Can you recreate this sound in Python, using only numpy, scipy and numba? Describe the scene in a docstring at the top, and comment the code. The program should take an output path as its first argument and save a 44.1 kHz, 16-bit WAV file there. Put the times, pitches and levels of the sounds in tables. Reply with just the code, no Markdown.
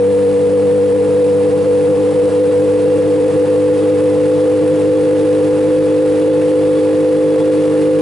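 """Outdoors among trees, a stereo microphone close to a four-cylinder race car on the rollers of a dyno.
From the start a cooling fan blows, tyres hiss, gears whine and gas rasps with each firing; the driveline
shudders about ten times a second, swinging the exhaust orders across the silencer's resonances.
Creeping up towards 6000 rpm, the engine stumbles through a flat spot from about 1 to 3.5 s.
It levels off near 6100 rpm, where one gear mesh sings out, and stumbles once more at 7.4 s."""
import sys
import numpy as np
from scipy import signal
from scipy.fft import rfft, irfft
from scipy.io import wavfile
from scipy.ndimage import uniform_filter1d, minimum_filter1d
from numba import njit

SR = 44100
rng = np.random.default_rng(int(sys.argv[2]) if len(sys.argv) > 2 else 0)


def transcribe(signal):
    """Save signal, clipped to [-1, 1], as a 16-bit WAV file at the path in sys.argv[1]."""
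    frames = np.atleast_2d(signal).T
    limited = np.clip(frames, -1, 1)
    pcm = np.round(limited * 32767).astype(np.int16)
    wavfile.write(sys.argv[1], SR, pcm)


N = 353241

# Engine speeds are in four-stroke cycles a second (50 Hz is 6000 rpm); an order is a multiple of that.
START_HZ, CRUISE_HZ, FINAL_HZ = 48.8, 50, 50.98
# weak burns let the exhaust note drop out: (time [s], dip of the upper orders [dB], half length [s])
STUMBLES = [(1.087, -5, 0.0055), (1.509, -8, 0.011), (1.643, -11, 0.018), (2.138, -18, .007),
            (2.313, -6, .02), (3.319, -10.5, 0.014), (3.462, -28, 0.0082), (7.4, -8, .019)]


def undb(db):
    """Decibels to gain."""
    return 10 ** (np.asarray(db) / 20)


def level(x, db):
    """Scale to an rms level."""
    return x * undb(db) / np.sqrt(np.mean(x ** 2))


def over_bins(points):
    """Join (Hz, value) points on a log-frequency axis, one value per Fourier bin."""
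    hz, value = np.transpose(points)
    return np.interp(np.log(np.arange(N // 2 + 1) * SR / N + 1), np.log(hz), value)


def colour(x, points):
    """Filter by a spectrum of (Hz, dB) points."""
    return irfft(rfft(x) * undb(over_bins(points)), N)


def walk(rate_hz):
    """Random wander with a new value 'rate_hz' times a second; rms about 1.4."""
    steps = rng.standard_normal(4096)
    return 1.726 * np.interp(np.arange(N) / SR * rate_hz, np.arange(len(steps)), steps)


def air(side_db):
    """Stereo white noise: a common part and a weaker opposite part."""
    mid, side = rng.standard_normal((2, N))
    return mid + undb(side_db) * side * np.array([[1], [-1]])


def bump(centre_s, half_s):
    """A bell of height 1 in time."""
    return np.exp(-((np.arange(N) / SR - centre_s) / half_s) ** 2)


def echoes(x, wet_db, t60_s, first_s):
    """Scattered reflections, different on each side of the microphone."""
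    t = np.arange(SR // 2) / SR
    tail = rng.standard_normal((2, len(t))) * np.exp(-np.log(1000) * t / t60_s) * (t > first_s)
    tail = tail / np.sqrt(np.sum(tail ** 2, axis=1, keepdims=True))
    return undb(wet_db) * signal.fftconvolve(x[None], tail, axes=1)[:, :N]


def fan(rumble_db=-44, gust_db=2):
    """Air from the cooling fan buffets the car and the trailer deck."""
    # rumble of deck and draught: (frequency [Hz], relative level [dB])
    rumble_spectrum = [(15, -24), (30, -14), (50, 0), (80, 0), (160, -1), (400, -8), (1500, -30)]
    draught = air(side_db=-4) * undb(gust_db * walk(30))
    return level(colour(draught, rumble_spectrum), rumble_db)


def tyres(cycles, hiss_db=-43.5, wheel_db=0.1, crank_db=0.6, drift_db=0.5, grain_db=1.0):
    """Tyres hiss on the steel rollers, swelling once a wheel turn and with the pull of the crank."""
    # rubber on steel: (frequency [Hz], relative level [dB])
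    hiss_spectrum = [(2000, 2.5), (5000, -5.5), (6500, -12.5), (8000, -2.5), (9700, 0), (10400, -2),
                     (11000, -13.5)]
    wheel_turns = .22 * cycles
    swell_db = wheel_db * np.sin(2 * np.pi * wheel_turns) + crank_db * np.cos(4 * np.pi * cycles)
    flicker_db = drift_db * walk(25) + grain_db * walk(300)
    return level(colour(air(side_db=-25) * undb(swell_db + flicker_db), hiss_spectrum), hiss_db)


def gears(mean_hz, swing_hz, trim_db=-0.5, load_db_per_hz=1.5, flicker_db=2.0, slack_cycles=0.0017):
    """Teeth mesh at multiples of the mean speed; slack smears the higher whines most."""
    # gear and chain whines: (order [per cycle], level at cruise before the trim [dB])
    whines = [(51, -62), (55.4, -60.5), (90.2, -65), (141, -71), (152.2, -68), (160, -67.5), (190.3, -63.5),
              (193, -65), (203.6, -64.5)]
    meshes = [(order, db + trim_db + load_db_per_hz * (mean_hz - CRUISE_HZ)) for order, db in whines]
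    # one mesh sings out near the final speed and throbs with the shudder
    singing_order, final_db, fall_db_per_hz, throb_db = 67.2, -56, 13.5, 14.5
    singing_db = final_db - fall_db_per_hz * (FINAL_HZ - mean_hz) + throb_db * np.tanh(swing_hz)
    cycles = np.cumsum(mean_hz) / SR
    out = 0
    for order, db in meshes + [(singing_order, singing_db)]:
        size = np.sqrt(2) * undb(db + flicker_db * walk(22))
        out = out + size * np.sin(2 * np.pi * order * (cycles + slack_cycles * walk(70)))
    return out


def puffs(cycles, decay_firings, scatter_db):
    """A burst at each of the four firings of a cycle, each with its own strength."""
    firing, since = np.divmod(4 * cycles, 1)
    strength = undb(scatter_db * rng.standard_normal(4096))
    return strength[firing.astype(int)] * np.exp(-since / decay_firings)


def rasp(cycles, uneven, gas_db=-32):
    """Gas tears out of the pipe at every firing."""
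    # turbulent gas in the pipe: (frequency [Hz], relative level [dB])
    gas_spectrum = [(60, -27), (130, -10.5), (250, -13.5), (370, -17), (440, -3.5), (485, -2), (530, -22),
                    (590, -19.5), (645, -9.5), (720, -17), (845, -12), (920, -15.5), (1120, -18.5),
                    (1400, -25.5), (3000, -42.5)]
    bursts = air(side_db=-8) * puffs(cycles, decay_firings=0.89, scatter_db=-0.5)
    return level(colour(bursts, gas_spectrum) * uneven, gas_db)


def valve_train(mean_hz, cycles, clatter_db=-40.5, load_db_per_hz=2.0):
    """The valve train clatters harder as the speed climbs."""
    # valve and induction clatter: (frequency [Hz], relative level [dB])
    clatter_spectrum = [(500, -17.5), (1100, -0.5), (1800, 0), (2350, -5), (2750, -3.5), (2950, -7),
                        (4500, -11), (6000, -16), (11000, -18.5)]
    bursts = air(side_db=-12) * puffs(cycles, decay_firings=1.7, scatter_db=0.8)
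    load = undb(load_db_per_hz * (mean_hz - CRUISE_HZ))
    return level(colour(bursts, clatter_spectrum) * load, clatter_db)


def mean_speed(levels_off_s=9.8):
    """The engine gains speed against the rollers, ever more slowly."""
    still_to_go = np.maximum(1 - np.arange(N) / SR / levels_off_s, 0)
    return FINAL_HZ - (FINAL_HZ - START_HZ) * still_to_go ** 2


def flat_spot(mean_hz, centre_hz=49.7, half_width_hz=0.5):
    """How deep the engine is in the band of speed where it pulls unevenly, 0-1."""
    return np.exp(-((mean_hz - centre_hz) / half_width_hz) ** 2)


def shudder(mean_hz, rate_hz=10.75, width_hz=4.3, base_hz=0.36, flat_spot_hz=0.32, wander_hz=0.1297):
    """Swing of the speed about its mean, Hz: the driveline is a spring that random torque keeps ringing."""
    detune = (np.arange(N // 2 + 1) * SR / N - rate_hz) / (width_hz / 2)
    torque = rng.standard_normal(N)
    spring = level(irfft(rfft(torque) / (1 + detune ** 4), N), 0)
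    stiffened = level(np.tanh(spring), 0)  # the spring resists wide swings
    depth_hz = base_hz + flat_spot_hz * flat_spot(mean_hz)
    return stiffened * depth_hz + wander_hz * walk(35)


def unevenness(loaded_db=1.63, start_db=-4, settle_s=0.77, stumble_db=3.0, upset_s=0.035):
    """How unevenly the cylinders burn, as a gain: smooth at first, roughest around a stumble."""
    upset = np.max([bump(s, upset_s) for s, _, _ in STUMBLES], axis=0)
    settling = np.exp(-np.arange(N) / SR / settle_s)
    return undb(loaded_db + start_db * settling + stumble_db * upset)


def dropouts(mean_hz, weak_chance=0.035, weak_db=-12.5, weak_half_s=0.0045):
    """Dips of the upper exhaust orders, dB: the stumbles, and stray weak burns in the flat spot."""
    starts = np.arange(0, N, SR // CRUISE_HZ)
    missed = rng.random(len(starts)) < weak_chance * flat_spot(mean_hz[starts])
    weak_burns = [(s, weak_db, weak_half_s) for s in starts[missed] / SR]
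    return np.min([db * bump(s, half_s) for s, db, half_s in STUMBLES + weak_burns], axis=0)


def boom(swing_hz, uneven, resonance_hz=158, boom_db=-43.0, surge_db=4):
    """Uneven burns ring the lowest pipe resonance, in throbs that follow the swings of speed."""
    excitation = walk(22) + 1j * walk(22)
    ring = np.real(excitation * np.exp(2j * np.pi * resonance_hz * np.arange(N) / SR))
    return ring * uneven * undb(boom_db + surge_db * np.tanh(swing_hz))


def drone(mean_hz, cycles, waver_db=.6):
    """Clean low tones at the crank rate and the firing rate, each fading past a knee of speed."""
    # low tones: (order [per cycle], level [dB], knee above cruise [Hz], slope past the knee [dB/Hz])
    partials = [(2, -32.5, 0.45, -12.5), (4, -29, -0.92, -5.9)]
    tones = []
    for order, db, knee_hz, slope in partials:
        past_knee_hz = np.maximum(mean_hz - CRUISE_HZ - knee_hz, 0)
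        tones.append(undb(db + slope * past_knee_hz) * np.sin(2 * np.pi * order * cycles))
    crank, firing = tones
    return np.sqrt(2) * (crank - firing) * undb(waver_db * walk(20))


def exhaust(speed_hz, cycles, uneven, dip_db, rough_db=-50, rough_share=0.096, rough_hz=50):
    """Orders ride the flanks of the pipe's resonances; uneven burns shake the size and timing of each."""
    # exhaust note: (order [per cycle], level at cruise [dB], slope with engine speed [dB/Hz])
    orders = [(3, -38.5, 4), (5, -60, -11.5), (6, -21, 4), (7, -42.5, 3), (8, -34, 5), (9, -23, 4),
              (10, -15, -1.56), (11, -40, 0), (12, -45, 0), (13, -42.5, -2.5), (15, -54.5, -6),
              (16, -48.5, 1), (17, -48, 4.5), (19, -53, -5), (20, -58.5, -6.5), (22, -52.5, 2)]
    shaken_cycles = cycles + .0015 * uneven * walk(70)
    out = 0
    for order, db, slope in orders:
        # a stumble starves the ringing pipe; the lower orders carry on, and stay cleaner
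        exposure = min(order / 10, 1) ** 2
        size = undb(db + slope * (speed_hz - CRUISE_HZ) + dip_db * exposure)
        roughness = min(undb(rough_db), 0.14 * undb(db)) + rough_share * undb(db)
        burn = size + exposure * uneven * roughness * (walk(rough_hz) + 1j * walk(rough_hz))
        # the silencer delays each order differently, smearing the pulses into a drone
        lag_rad = 1.87 * order ** 2
        phase = 2 * np.pi * order * shaken_cycles - lag_rad
        out = out + np.sqrt(2) * np.real(burn * np.exp(1j * phase))
    return out


def scene(throb_share=0.69, note_pan_db=0.23, pan_db_per_hz=-0.96, machinery_pan_db=-1.2):
    """The car from the microphone's position: one crankshaft drives every layer but the fan."""
    mean_hz, uneven = mean_speed(), unevenness()
    swing_hz = shudder(mean_hz)
    cycles = np.cumsum(mean_hz + swing_hz) / SR
    pipe_speed_hz = mean_hz + throb_share * swing_hz  # the resonances follow part of the shudder
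    note = exhaust(pipe_speed_hz, cycles, uneven, dropouts(mean_hz))
    note = note + drone(mean_hz, cycles) + boom(swing_hz, uneven)
    machinery = rasp(cycles, uneven) + valve_train(mean_hz, cycles)
    machinery = machinery + tyres(cycles) + gears(mean_hz, swing_hz)
    trees = echoes(note, wet_db=-24.5, t60_s=0.23, first_s=0.015)
    bodywork = echoes(machinery.mean(axis=0), wet_db=-9, t60_s=0.053, first_s=0.0022)
    # the microphone stands in a pattern of reflections that shifts with the pitch of the note
    pan_db = note_pan_db + pan_db_per_hz * (mean_hz - CRUISE_HZ)
    left_right = np.array([[.5], [-.5]])
    direct = note * undb(left_right * pan_db) + machinery * undb(left_right * machinery_pan_db)
    return direct + trees + bodywork + fan()


def record(dry, drive_db=2.5, ceiling_db=-5.5, release_s=0.013, top_hz=11000):
    """A stereo microphone whose left port leads, a fast limiter on the drone, and a steep treble cut."""
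    # phase between the microphone's two ports: (frequency [Hz], lead of the left [rad])
    port_lead = [(20, 0.41), (100, .55), (200, 1.07), (300, 0.77), (410, 0.33), (488, 0.6), (503, 0.22),
                 (520, .2), (600, .5), (1100, 0.68), (1700, 0.45), (11000, 0.04)]
    phase = np.array([[.5], [-.5]]) * over_bins(port_lead)
    ports = undb(drive_db) * irfft(rfft(dry) * np.exp(1j * phase), N)
    peak = follow(np.abs(ports).max(axis=0), 1.0, 1 / (release_s * SR))
    gain = np.minimum(1, undb(ceiling_db) / (peak + 1e-9))
    # the limiter looks a little ahead and eases into each peak
    gain = uniform_filter1d(minimum_filter1d(gain, size=89), size=89)
    treble_cut = signal.ellip(12, .2, 80, top_hz, fs=SR, output="sos")
    return signal.sosfilt(treble_cut, ports * gain)


@njit
def follow(x, attack, release):
    """The limiter's peak follower: rises fast, falls back slowly."""
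    out, held = np.empty(len(x)), 0.
    for i in range(len(x)):
        held += (x[i] - held) * (attack if x[i] > held else release)
        out[i] = held
    return out


dry = scene()
out = record(dry)
transcribe(out)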